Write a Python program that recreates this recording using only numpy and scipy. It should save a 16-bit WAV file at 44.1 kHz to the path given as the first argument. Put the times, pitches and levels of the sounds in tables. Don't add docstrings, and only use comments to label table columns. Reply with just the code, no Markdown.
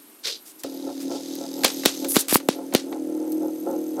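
import sys
import numpy as np
from scipy import signal
from scipy.fft import rfft, irfft
from scipy.io import wavfile
from scipy.ndimage import uniform_filter1d

SR = 44100
rng = np.random.default_rng(int(sys.argv[2]) if len(sys.argv) > 2 else 0)


def master_out(mix):
    frames = np.transpose(np.atleast_2d(mix))
    ceiling = np.clip(frames, -1, 1)
    pcm = np.round(ceiling * 32767).astype(np.int16)
    wavfile.write(sys.argv[1], SR, pcm)


N = 176400
T = np.arange(N) / SR
MOTOR_START_S, STEPS_PER_S = .643, 39.135

# (frequency [Hz], level [dB])
AIR_COLOUR = [(30,-8),(80,-9),(150,-5.5),(300,19),(500,4),(900,3),(2000,-0.5),(4000,-2.5),(7000,-4),(10000,4),(12500,-10),(14000,-5),(16000,-13)]
# (frequency [Hz], width [Hz], level [dB], flutter [dB])
WHINE_LINES = [(8370,50,-13,3),(11720,14,-3,2),(11920,90,-3.5,5)]
# (time [s], level [dB])
WHINE_GAIN = [(0,-53),(1.45,-58),(1.62,-43.5),(2.05,-47),(2.45,-55),(3.1,-59),(3.35,-49.5),(3.6,-49.5),(4.0,-52)]
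# (start [s], attack [s], hold [s], release [s], level [dB], centre [Hz], width [octaves])
SCRAPE_STROKES = [(0.233,0.022,0.021,0.068,-28,4240,0.41),(0.23,0.039,0.011,0.026,-32,2600,1.45),(0.248,0.012,0.015,0.054,-42,447,0.29),(0.449,0.013,0.049,0.014,-44.5,9460,1.3),(0.584,0.014,0.0058,0.013,-45,6750,0.87),(0.991,0.017,0.018,0.017,-40.5,5800,1.9),(1.111,0.005,0.041,0.036,-41.5,4700,0.62),(2.085,0.003,0.077,0.015,-25,10950,0.36),(2.088,0.0052,.05,.012,-39,6600,.25),(2.139,0.015,0.011,0.014,-23,4800,2.5),(2.183,0.011,0.0074,0.02,-22,9200,0.86),(2.28,0.019,0.058,0.022,-26,4670,2.7),(2.283,0.0077,0.021,.01,-30.5,10300,0.23),(2.32,0.012,0.03,0.0093,-19.5,11300,0.32)]
# (frequency [Hz], level [dB], t60 [s])
PART_MODES = [(1610,-5,.09),(3410,0,.12),(3690,0,.13),(4220,0,.15),(4770,0,.13),(5420,0,.1),(6050,-1,.11),(7850,-1,.12)]
# (frequency [Hz], level [dB])
ROOM_COLOUR = [(120,-4),(400,11.5),(900,2.5),(2000,4.5),(4000,11),(6000,8),(8500,3),(11000,-1),(16000,-19)]
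# (time [s], level [dB], decay [s], tilt [dB/octave], room send [dB])
CLICK_EVENTS = [(0.635,-26.5,0.0057,4,-4),(1.114,-29,0.003,-5.5,-19),(1.354,-24.5,0.0018,6.5,-23),(1.635,-15.5,0.0039,-1,4.5),(1.6442,-9,0.0038,-1,-0.5),(1.647,-4.5,0.0049,0.5,-5.5),(1.835,-24.5,0.0068,-3.5,-25),(1.8532,-14.5,0.0038,-1.5,5.5),(1.8578,4,0.0023,1.5,-10),(2.046,-26.5,0.0078,-0.5,-10),(2.0848,-18,.002,12,-25),(2.159,-8.5,0.0018,1,-4),(2.1661,-1.5,0.0019,-0.5,-4),(2.284,-13.5,0.0016,3,-20),(2.3262,-5,0.0011,-5,-21),(2.344,5,0.0006,2.5,-21),(2.3493,0,0.0017,7.5,-22),(2.3562,2,0.0013,-15,-24),(2.4,-32,0.0086,-3,-44),(2.487,-11.5,0.0022,2.5,-1),(2.7242,-24.5,0.015,-7,-16),(2.7376,-19,0.004,7,-8),(2.749,-3,0.003,-0.5,-8.5),(2.926,-27.5,0.0066,-5.5,-22),(3.32,-29,0.007,10.5,-23),(3.581,-30.5,0.004,-15,-28)]
# (frequency [Hz], level [dB])
CRACK_COLOUR = [(150,-6),(400,-0.5),(900,-2),(2000,-2.5),(3000,-4),(4200,1),(5500,-7.5),(8000,-8),(12000,-13.5),(16000,-12.5)]
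# (harmonic [x step rate], level [dB])
HUM_AT_MOTOR = [(1, -81), (2, -56), (3, -66), (4, -29), (5, -21.5), (6, -24.5), (7, -2), (8, -6), (9, -9),
                (10, -16.5), (11, -24.5), (12, -18), (13, -22.5), (14, -17.5), (15, -24.5), (16, -31),
                (17, -35), (18, -38), (19, -28.5), (20, -54), (21, -44.5), (22, -30)]
HUM_AT_GEAR = [(1, -54), (2, -68), (3, -42), (4, -43), (5, -19.5), (6, -21), (7, -6.5), (8, 1.5), (9, -6),
               (10, -18.5), (11, -29.5), (12, -11), (13, -16.5), (14, -24), (15, -19), (16, -30), (17, -27),
               (18, -47), (19, -27.5), (20, -59), (21, -79), (22, -29)]
# (time [s], level [dB])
HUM_GAIN = [(.65,-35),(.78,-36),(.86,-32.5),(.93,-38),(1.1,-31),(1.18,-38),(1.3,-32),(1.5,-35.5),(1.6,-31),(1.7,-37.5),(1.78,-30.5),(1.9,-39.5),(2.06,-28.5),(2.22,-42),(2.46,-36.5),(2.85,-33.5),(3.17,-29),(3.28,-31.5),(3.37,-30.5),(3.47,-29.5),(3.53,-34),(3.63,-35),(3.77,-27.5),(3.86,-31),(3.92,-31.5),(4.0,-32.5)]
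TICK_GAIN = [(.65,-47.5),(1.35,-36.5),(2.0,-32),(2.5,-49),(3.1,-45),(4.0,-42.5)]
CASE_GAIN = [(.65,-40),(1.35,-37.5),(2.0,-36),(2.5,-60)]
HISS_GAIN = [(.63,-52.5),(1.08,-50),(1.14,-48.5),(1.34,-43.5),(1.5,-49.5),(1.8,-40),(2.03,-42.5),(2.13,-52),(2.45,-79),(2.65,-58),(3.0,-64.5),(4.0,-59)]
# (frequency [Hz], level [dB])
TICK_COLOUR = [(2500,-8),(3900,-14.5),(5000,5),(5800,-10),(6280,19.5),(6700,-4),(7600,9.5),(9000,-17),(15000,-12)]
CASE_COLOUR = [(3200,-25),(3850,-1.5),(4300,-13),(4950,1),(5400,-10.5),(5900,-28)]
HISS_COLOUR = [(1500,-4),(2600,2),(3700,12),(4900,10),(6300,12),(8000,4.5),(10000,3.5),(12500,5.5),(15500,-16)]
# (time [s], half length [s], level [dB])
TOOTH_RUBS = [(0.642,0.011,-29),(0.693,0.036,-48.5),(0.887,0.025,-33),(1.118,0.0092,-31.5),(1.15,0.029,-32.5),(1.436,0.028,-36.5),(1.626,0.049,-36),(2.048,0.017,-36),(2.595,0.034,-36.5),(2.933,0.027,-32),(3.21,0.085,-43),(3.449,0.038,-36),(3.681,0.014,-30),(3.719,0.036,-31.5),(3.995,0.013,-23)]
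# (frequency [Hz], level [dB], t60 [s])
GEAR_RESONANCES = [(273,3,0.042),(353,6,0.024),(540,5,0.051),(564,1,0.059),(679,-8,0.085),(857,-4.5,0.041),(1055,-16,0.033),(1340,-14,0.03)]
# (time [s], peak [dB], contact sharpness [Hz])
THUMP_EVENTS = [(1.6488,-8.5,554),(1.859,-3,445),(2.166,-0.5,330),(2.3261,-6.5,447),(2.3573,5,1210),(2.4885,-1,480),(2.7414,-18,403),(2.7495,0,390)]


def from_db(db):
    return 10 ** (np.asarray(db) / 20)


def unit_rms(x):
    return x / np.sqrt(np.mean(x ** 2) + 1e-20)


def fader(points):
    return from_db(np.interp(T, *np.transpose(points)))


def octaves(size):
    return np.log2(np.maximum(np.arange(size // 2 + 1) * SR / size, 1))


def noise(points, tilt_db=0, size=N):
    hz, db = np.transpose(points)
    bins = octaves(size)
    gain = from_db(np.interp(bins, np.log2(hz), db) + tilt_db * np.maximum(bins, np.log2(hz[0])))
    return unit_rms(irfft(rfft(rng.standard_normal(size)) * gain, size))


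def drift(per_s):
    return unit_rms(np.interp(T * per_s, np.arange(8000), rng.standard_normal(8000)))


def ring(x, hz, t60):
    radius, angle = from_db(-60 / (t60 * SR)), 2 * np.pi * hz / SR
    return signal.lfilter([0, np.sin(angle)], [1, -2 * radius * np.cos(angle), radius ** 2], x + 1e-18)


def butter(x, order, hz, kind):
    return signal.sosfilt(signal.butter(order, hz, kind, fs=SR, output="sos"), x)


def add(out, start_s, x):
    i = int(start_s * SR)
    out[i:i + len(x)] += x[:N - i]


def running():
    return np.clip((T - MOTOR_START_S) / .0017, 0, 1)


def room_air(level_db=-52):
    return from_db(level_db) * noise(AIR_COLOUR)


def driver_whine(swell_db=2):
    lines = np.zeros(N)
    for hz, width, db, flutter_db in WHINE_LINES:
        line = ring(rng.standard_normal(N), hz, t60=np.log(1000) / (np.pi * width))
        lines += from_db(db) * unit_rms(line * from_db(flutter_db * drift(70)))
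    pulse = running() * np.cos(2 * np.pi * STEPS_PER_S * (T - MOTOR_START_S))
    return lines * fader(WHINE_GAIN) * from_db(swell_db * pulse)


def scrapes(grain_db=1.5, rasp_db=1.1):
    out, t = np.zeros(N), T[:16384]
    for start, attack, hold, release, db, hz, width in SCRAPE_STROKES:
        band = 1 / (1 + np.abs((octaves(len(t)) - np.log2(hz)) / width) ** 2.3)
        friction = unit_rms(irfft(rfft(rng.standard_normal(len(t))) * band))
        rise = np.minimum(t / attack, 1)
        fall = np.exp(-(np.maximum(t - attack - hold, 0) / release) ** 2)
        add(out, start, from_db(db) * friction * rise * fall)
    roughness = from_db(grain_db * drift(600) + rasp_db * drift(230))
    return butter(out * roughness, 4, 13900, "lowpass")


def crackle(friction, slips_per_s=350, relative_db=-18):
    force = np.sqrt(np.abs(uniform_filter1d(friction ** 2, size=256)))
    slips = (rng.random(N) < slips_per_s / SR) * rng.uniform(.17, 1, N) * rng.choice([-1, 1], N)
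    return force * unit_rms(ring(slips, hz=4970, t60=.0014)) * from_db(relative_db)


def plastic_ring(contacts, gain_db=-18):
    return sum((-1) ** k * from_db(db + gain_db) * ring(contacts, hz, t60) / np.sqrt(t60 * SR)
               for k, (hz, db, t60) in enumerate(PART_MODES))


def room_tail(send, t60=.21, delay_s=.00081, gain_db=-3.5, flicker_db=2):
    retained = from_db(-120 / (t60 * SR))
    energy = signal.lfilter([1 - retained], [1, -retained], send ** 2 + 1e-18)
    envelope = np.sqrt(np.interp(T - delay_s, T, energy))
    return envelope * noise(ROOM_COLOUR) * from_db(gain_db + flicker_db * drift(350))


def clicks(rise_s=.00033, snap_hz=6450, snap_db=7.5):
    direct, send, t = np.zeros(N), np.zeros(N), T[:4096]
    for start, db, decay, tilt_db, room_db in CLICK_EVENTS:
        grit = noise(CRACK_COLOUR, tilt_db, size=len(t))
        body = irfft(rfft(grit) / (1 + (2 ** octaves(len(t)) / snap_hz) ** 4))
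        snap = from_db(snap_db) * (grit - body)
        crack = body * np.exp(-t / decay) + snap * np.exp(-t / (.4 * decay))
        crack *= from_db(db) * (1 - np.exp(-t / rise_s))
        add(direct, start, crack)
        add(send, start, crack * from_db(room_db))
    return butter(direct, 2, 330, "highpass"), send


def struck_harmonics(harmonics):
    log_gain = np.log(from_db([harmonics[0][1]] + [db for _, db in harmonics]))
    mirrored = np.r_[log_gain, log_gain[:0:-1]]
    return np.exp(np.conj(signal.hilbert(mirrored)))[1:len(log_gain)]


def frame_hum(mic_move_s=(2.77, 3.29), jitter_s=.00008, wander_db=1.1, uneven_db=.9):
    toward_gear = np.interp(T, mic_move_s, [0, 1])
    step_cycle = np.exp(2j * np.pi * STEPS_PER_S * (T - MOTOR_START_S + jitter_s * drift(36)))
    out, harmonic = np.zeros(N), 1
    for at_motor, at_gear in zip(struck_harmonics(HUM_AT_MOTOR), struck_harmonics(HUM_AT_GEAR)):
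        harmonic = harmonic * step_cycle
        strength = at_motor + (at_gear - at_motor) * toward_gear
        roughness = 1 + .16 * (drift(STEPS_PER_S) + 1j * drift(STEPS_PER_S))
        out += (strength * harmonic * roughness).real * from_db(wander_db * drift(9))
    return np.sqrt(2) * out * fader(HUM_GAIN) * from_db(uneven_db * drift(STEPS_PER_S)) * running()


def motor_ticks_and_hiss(lag_s=.0034, decay_s=.0022, between_s=.016, between_db=-4.5):
    def pulses(delay_s):
        return np.exp(-((T - MOTOR_START_S - delay_s) % (1 / STEPS_PER_S)) / decay_s)
    envelope = pulses(lag_s) + from_db(between_db) * pulses(lag_s + between_s)
    tick = noise(TICK_COLOUR) * fader(TICK_GAIN)
    case = noise(CASE_COLOUR) * fader(CASE_GAIN)
    hiss = noise(HISS_COLOUR) * fader(HISS_GAIN)
    return running() * (envelope * (tick + case) + hiss)


def gear_teeth(slips_per_s=890, steady_db=-48.5):
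    rubs = sum(from_db(db) * np.exp(-.5 * ((T - time) / half) ** 2) for time, half, db in TOOTH_RUBS)
    force = from_db(steady_db) * running() + rubs
    slips = (rng.random(N) < slips_per_s / SR) * rng.standard_normal(N)
    gears = sum((-1) ** k * from_db(db) * ring(slips, hz, t60)
                for k, (hz, db, t60) in enumerate(GEAR_RESONANCES))
    return force * running() * unit_rms(gears)


def thumps(bass_cut_hz=231):
    out = np.zeros(N)
    for start, db, contact_hz in THUMP_EVENTS:
        push = butter(signal.unit_impulse(4096), 2, contact_hz, "lowpass")
        knock = butter(push, 4, bass_cut_hz, "highpass")
        add(out, start, from_db(db) * knock / np.abs(knock).max())
    return out


def scene(scrape_send_db=-27):
    cracks, click_send = clicks()
    friction = scrapes()
    catches = crackle(friction)
    machine = frame_hum() + motor_ticks_and_hiss() + driver_whine() + gear_teeth()
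    handling = cracks + thumps() + friction + catches + plastic_ring(cracks + catches)
    tail = room_tail(click_send + from_db(scrape_send_db) * friction)
    return (machine + handling + tail + room_air())[None]


def record(dry, low_cut_hz=99.5, overload=.72, top_hz=15800):
    thin = butter(dry, 3, low_cut_hz, "highpass")
    rounded = overload * np.tanh(thin / overload)
    return signal.sosfiltfilt(signal.ellip(8, .05, 50, top_hz, fs=SR, output="sos"), rounded)


dry = scene()
out = record(dry)
master_out(out)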